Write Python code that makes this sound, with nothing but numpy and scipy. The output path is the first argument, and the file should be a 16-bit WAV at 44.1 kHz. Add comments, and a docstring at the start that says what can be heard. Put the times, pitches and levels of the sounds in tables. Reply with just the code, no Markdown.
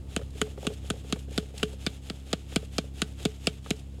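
"""A digging knife knocks on a hand-held clod about four times a second; a gloved person kneels in a wood.
Each knock: a dry crack, a second contact a few ms later, a dull handle knock and a sinking thud;
the blade sometimes rings on. Sleeves swish with every stroke, gloves scuff, crumbs drop on leaves.
An engine drones far away under faint wind."""
import sys
import numpy as np
from scipy import signal
from scipy.fft import rfft, irfft
from scipy.io import wavfile

SR = 44100
rng = np.random.default_rng(int(sys.argv[2]) if len(sys.argv) > 2 else 0)


def waveform_to_disk(signal):
    """Save audio, clipped to [-1, 1], as 16-bit WAV at the path in sys.argv[1]."""
    frames = np.transpose(np.atleast_2d(signal))
    scaled = np.clip(frames, -1, 1) * 32767
    samples = np.round(scaled).astype(np.int16)
    wavfile.write(sys.argv[1], SR, samples)


N = 176400
TIME_S = np.arange(N) / SR
HIT_S = TIME_S[:N // 16]

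# Knife blows: (time [s], crack [dB], crack pitch [Hz], low-mid re crack [dB], top re crack [dB],
# second contact delay [s], second contact [dB], handle [dB], thud [dB], ring [dB], sleeve [dB])
BLOWS = [(0.1633, -24.5, 3030, -4.5, -2.5, 0.012, -40, -30.5, -24.5, -52.5, -52.5),
         (0.4155, -22, 2970, 1, -2, 0.0042, -28, -34, -25, -36.5, -49),
         (0.6683, -25, 2840, -3.5, -5, 0.0035, -25.5, -34.5, -23, -42, -48),
         (0.9018, -27.5, 3150, 1.5, -1, 0.0035, -24.5, -32.5, -24.5, -47, -50),
         (1.125, -23.5, 3170, -4.5, -4, 0.0047, -29, -35, -22.5, -45, -51),
         (1.3779, -23, 3120, -5, -7.5, 0.0042, -24, -30.5, -22, -42.5, -48.5),
         (1.6299, -22, 2760, -3, -10, 0.0033, -20.5, -32.5, -23.5, -36.5, -47.5),
         (1.8645, -22, 3640, -6, -9.5, 0.0047, -23, -33.5, -24.5, -51.5, -49.5),
         (2.0994, -31, 3180, -3.5, -7.5, 0.0036, -34.5, -39.5, -30.5, -55, -52),
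         (2.3298, -22.5, 3380, -5, -5, 0.0045, -24, -25.5, -24, -56, -51.5),
         (2.56, -21.5, 3460, -6, -3.5, 0.0033, -20, -28.5, -19, -47.5, -49),
         (2.7823, -22, 3150, -6, -5.5, 0.0037, -23, -27, -23.5, -49.5, -51.5),
         (3.0183, -22, 3370, -3, -2.5, 0.0033, -21.5, -36, -24, -49.5, -50),
         (3.2522, -23.5, 3440, -8.5, -4, 0.0035, -22, -29, -19, -39.5, -49),
         (3.4703, -16.5, 3115, -10.5, -7.5, 0.0039, -21.5, -26, -23, -47, -51),
         (3.7056, -25, 3410, -14, -2, 0.0036, -20, -32, -21.5, -44.5, -51.5)]


def from_db(db):
    """Decibels to gain."""
    return 10 ** (np.asarray(db) / 20)


def add(out, start_s, sound):
    """Mix a sound into out."""
    i = max(int(start_s * SR), 0)
    out[i:i + len(sound)] += sound[:max(N - i, 0)]


def drift(rate_hz):
    """Interpolated random values, spread about 1."""
    return np.interp(TIME_S * rate_hz, np.arange(N), rng.standard_normal(N))


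def coloured_noise(spectrum):
    """Unit-rms noise shaped by (frequency [Hz], density [dB])."""
    hz, db = np.transpose(spectrum)
    bins_hz = np.maximum(np.fft.rfftfreq(N, 1 / SR), 1)
    gain = from_db(np.interp(np.log(bins_hz), np.log(hz), db))
    noise = irfft(rfft(rng.standard_normal(N)) * gain, N)
    return noise / np.sqrt(np.mean(noise ** 2) + 1e-20)


def resonate(x, modes):
    """Parallel damped resonances, alternating in sign."""
    out = np.zeros(len(x))
    for k, (hz, width_hz, db) in enumerate(modes):
        r = np.exp(-np.pi * width_hz / SR)
        b = np.array([1, 0, -1]) * (1 - r * r) / 2
        a = [1, -2 * r * np.cos(2 * np.pi * hz / SR), r * r]
        out += (-1) ** k * from_db(db) * signal.lfilter(b, a, x + 1e-18)
    return out


def friction(attack_s, decay_s):
    """Burst of tiny contacts that swells and dies."""
    envelope = np.minimum(HIT_S / attack_s, 1) * np.exp(-np.maximum(HIT_S - attack_s, 0) / decay_s)
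    return envelope * rng.standard_normal(len(HIT_S))


def at_level(x, db):
    """Scale to the energy of 4 ms at this level."""
    return from_db(db) * x / np.sqrt(np.sum(x ** 2) / (.004 * SR) + 1e-20)


def touches(events, modes, attack_s, decay_s, gain_db):
    """One friction burst through the modes per event."""
    out = np.zeros(N)
    for start_s, db in events:
        burst = resonate(friction(attack_s, decay_s), modes)
        add(out, start_s, at_level(burst, db + gain_db))
    return out


def engine():
    """Low orders of a distant engine, wavering on the way; a second hum beats with them."""
    # Harmonics of the turning rate: (order, level [dB])
    orders = [(2, -40), (3, -50), (4, -49), (6, -53.5), (8, -55), (10, -63.5)]
    # Drone envelope: (time [s], gain [dB])
    swell = [(0, -2.5), (.5, -1.5), (1.15, -1), (1.3, 1), (1.5, -3.5), (1.7, -1), (2.0, -3), (2.15, -4.5),
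             (2.38, -5.5), (2.6, -1), (3.0, -1), (3.5, -3.5), (4, -1.5)]
    # Second hum envelope: (time [s], level [dB])
    hum_levels = [(0, -48), (.5, -55), (.9, -56), (1.1, -74), (4, -65)]
    turn_hz, hum_hz, wander, flutter_db = 33.62, 78.9, .004, .9
    clock_s = np.cumsum(1 + wander * drift(5.37)) / SR
    drone = sum(from_db(db + flutter_db * drift(7.2)) * np.sin(2 * np.pi * order * turn_hz * clock_s)
                for order, db in orders)
    drone *= from_db(np.interp(TIME_S, *np.transpose(swell)))
    hum_gain = from_db(np.interp(TIME_S, *np.transpose(hum_levels)))
    hum = hum_gain * np.sin(2 * np.pi * hum_hz * clock_s)
    return np.sqrt(2) * (drone + hum)


def wind():
    """Faint low noise with slight gusts."""
    # Wind spectrum: (frequency [Hz], relative density [dB])
    spectrum = [(25, -0.5), (45, 1.5), (100, 8.5), (200, -4.5), (300, -6), (480, -7.5), (750, -17.5),
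                (1000, -16.5), (1500, -28.5), (2100, -27.5), (3200, -26), (5500, -32), (7500, -29.5),
                (11000, -36.5), (15500, -44)]
    level_db, gust_db = -51.5, 2.05
    return from_db(level_db - gust_db * drift(3.95)) * coloured_noise(spectrum)


def sleeves():
    """Cloth rubs, grainy and uneven, as the arm swings down and lifts."""
    # Swing, then lift: (offset from knock [s], width [s], gain [dB])
    lobes = [(-.022, 0.037, 1.5), (0.068, 0.046, -3.5)]
    # Cloth spectrum: (frequency [Hz], relative density [dB])
    spectrum = [(300, 4.5), (500, -1.5), (750, 0), (1000, -8.5), (1400, -7), (2000, -7.5), (2700, -1.5),
                (3400, -0.5), (4500, -9), (5800, -7.5), (7000, -6.5), (9000, -11), (12000, -16.5),
                (15500, -28.5)]
    gain_db, grain_db, patch_db = -.5, 2.5, 1.5
    moves = [(knock_s + offset_s, width_s, sleeve_db + db)
             for knock_s, *_, sleeve_db in BLOWS for offset_s, width_s, db in lobes]
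    moves.append((3.98, .12, -61.5))  # hands settle after the last knock
    power = sum(from_db(db) ** 2 * np.exp(-np.minimum(((TIME_S - centre_s) / width_s) ** 2, 20))
                for centre_s, width_s, db in moves)
    texture_db = grain_db * drift(1800) + patch_db * drift(60)
    return np.sqrt(power) * from_db(gain_db + texture_db) * coloured_noise(spectrum)


def crack(db, pitch_hz, low_mid_db, top_db, decay_s):
    """A click and crushed grit excite low-mid, middle and top modes, each group at its own level."""
    # Damped crack modes: (frequency [Hz], width [Hz], gain [dB])
    crack_modes = [(1210, 216, 2), (1490, 137, 5.5), (1720, 530, -2.5), (2277, 215, -2.5), (2787, 416, -1),
                   (3307, 566, 6), (3750, 950, 0), (5170, 1500, -9), (7150, 1600, 13.5), (7760, 470, -22.5),
                   (8410, 1980, -4), (11200, 600, -17), (12400, 1000, -15)]
    attack_s, tail_db, tail_decay_s = .00081, -19.5, .0098
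    click_s, click_db, contact_hz = .0007, 9.5, 10600
    force = friction(attack_s, decay_s) + from_db(tail_db) * friction(attack_s, tail_decay_s)
    force[int(click_s * SR)] += from_db(click_db)
    force = signal.sosfilt(signal.butter(2, contact_hz, fs=SR, output="sos"), force)  # soft contact
    modes = crack_modes + [(pitch_hz, 286, 3)]  # pitch depends on where the blade lands
    groups = np.digitize([hz for hz, *_ in modes], [2200, 6000])
    out = np.zeros(len(HIT_S))
    for k, group_db in enumerate((low_mid_db, 0, top_db)):
        members = [mode for mode, group in zip(modes, groups) if group == k]
        out += (-1) ** k * at_level(resonate(force, members), db + group_db)
    return out


def thud(db):
    """The clod is pushed into the palm: a few cycles, sinking in pitch."""
    start_hz, end_hz, sink_s, peak_s = 815, 143.5, .00369, .0068
    hz = end_hz + (start_hz - end_hz) * np.exp(-HIT_S / sink_s)
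    age = HIT_S / peak_s
    envelope = (age * np.exp(1 - age)) ** 2.2
    return from_db(db) * envelope * np.sin(2 * np.pi * np.cumsum(hz) / SR)


def blade(db):
    """Lowest bending mode, split into a beating pair, damped by the grip."""
    mode_hz, split_hz, partner_db, t60_s = 429.5, 25.2, -13, .16
    mode = np.sin(2 * np.pi * mode_hz * HIT_S)
    partner = from_db(partner_db) * np.sin(2 * np.pi * (mode_hz + split_hz) * HIT_S)
    return from_db(db - 60 * HIT_S / t60_s) * (mode + partner)


def handle(db):
    """The blow sets the gripped handle knocking."""
    # Dull handle modes: (frequency [Hz], width [Hz], gain [dB])
    modes = [(309.5, 67, -3), (491.6, 84, 4), (659, 70, 2), (786, 158, -6.5)]
    return at_level(resonate(signal.unit_impulse(len(HIT_S)), modes), db)


def knocks():
    """Knife on clod: crack, second contact, handle knock, thud and ring per blow."""
    crack_lead_s, handle_lag_s = .00053, .00181
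    out = np.zeros(N)
    for (time_s, crack_db, pitch_hz, low_mid_db, top_db,
         delay_s, second_db, handle_db, thud_db, ring_db, _) in BLOWS:
        first = crack(crack_db - 2, pitch_hz, low_mid_db, top_db, decay_s=.0011)
        second = crack(second_db - 6, pitch_hz, low_mid_db=-9, top_db=-10, decay_s=.0018)
        add(out, time_s - crack_lead_s, first)
        add(out, time_s + delay_s - crack_lead_s, second)
        add(out, time_s + handle_lag_s, handle(handle_db + 3))
        add(out, time_s, thud(thud_db + 2.5) + blade(ring_db + 13.5))
    return out


def glove_scuffs():
    """Gloves scuff on clod and handle."""
    # Scuffs: (time [s], level [dB])
    events = [(.19, -35), (.211, -37), (.352, -41), (.465, -40), (.574, -34.5), (.627, -36), (.648, -34),
              (.7, -34), (.713, -38), (.84, -45.5), (.935, -37), (.96, -46), (1.043, -42.5), (1.097, -44),
              (1.158, -38), (1.28, -42), (1.312, -42.5), (1.425, -41.5), (1.503, -47.5), (1.538, -41.5),
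              (1.728, -41), (2.262, -52), (2.29, -47), (2.519, -43), (2.625, -38.5), (2.838, -42.5),
              (3.2, -50), (3.657, -44), (3.935, -49.5), (3.982, -49)]
    # Scuff resonances: (frequency [Hz], width [Hz], gain [dB])
    modes = [(423, 71, -0.5), (550, 83, -3), (720, 190, -14.5), (1440, 170, -43)]
    return touches(events, modes, attack_s=.0025, decay_s=.006, gain_db=.5)


def glove_rubs():
    """The glove shifts on the handle with a dry rub."""
    # Grip shifts: (time [s], level [dB])
    events = [(.213, -48.5), (2.522, -46), (3.195, -50.5), (3.659, -39.5)]
    # Rub resonances: (frequency [Hz], width [Hz], gain [dB])
    modes = [(720, 300, -1), (1300, 400, 0), (1800, 500, -2), (3200, 1200, -12)]
    return touches(events, modes, attack_s=.0016, decay_s=.0063, gain_db=-.5)


def crumbs():
    """Soil crumbs land on leaves."""
    # Landings: (time [s], level [dB])
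    events = [(.303, -54), (.578, -62), (.736, -47), (1.188, -49), (1.577, -36.5), (1.729, -49.5),
              (1.805, -56), (2.043, -59), (2.647, -51), (2.742, -58), (3.642, -53), (3.762, -52),
              (3.792, -51)]
    # Landing resonances: (frequency [Hz], width [Hz], gain [dB])
    modes = [(1500, 700, -12), (3440, 1400, -0.5), (7500, 3300, -3), (12400, 1600, -17)]
    return touches(events, modes, attack_s=.003, decay_s=.005, gain_db=-1)


def scene():
    """Close handwork in a quiet wood, mono."""
    handling = glove_scuffs() + glove_rubs() + crumbs()
    return (handling + wind() + knocks() + sleeves() + engine())[None]


def record(dry):
    """Microphone with two narrow dips and a steep treble cut."""
    # Response dips: (frequency [Hz], width [Hz], depth [dB])
    dips = [(1000, 180, -7), (5850, 400, -8)]
    cutoff_hz = 16000
    for hz, width_hz, depth_db in dips:
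        dry = dry - (1 - from_db(depth_db)) * resonate(dry[0], [(hz, width_hz, 0)])
    return signal.sosfilt(signal.ellip(10, .1, 80, cutoff_hz, fs=SR, output="sos"), dry)


dry = scene()
out = record(dry)
waveform_to_disk(out)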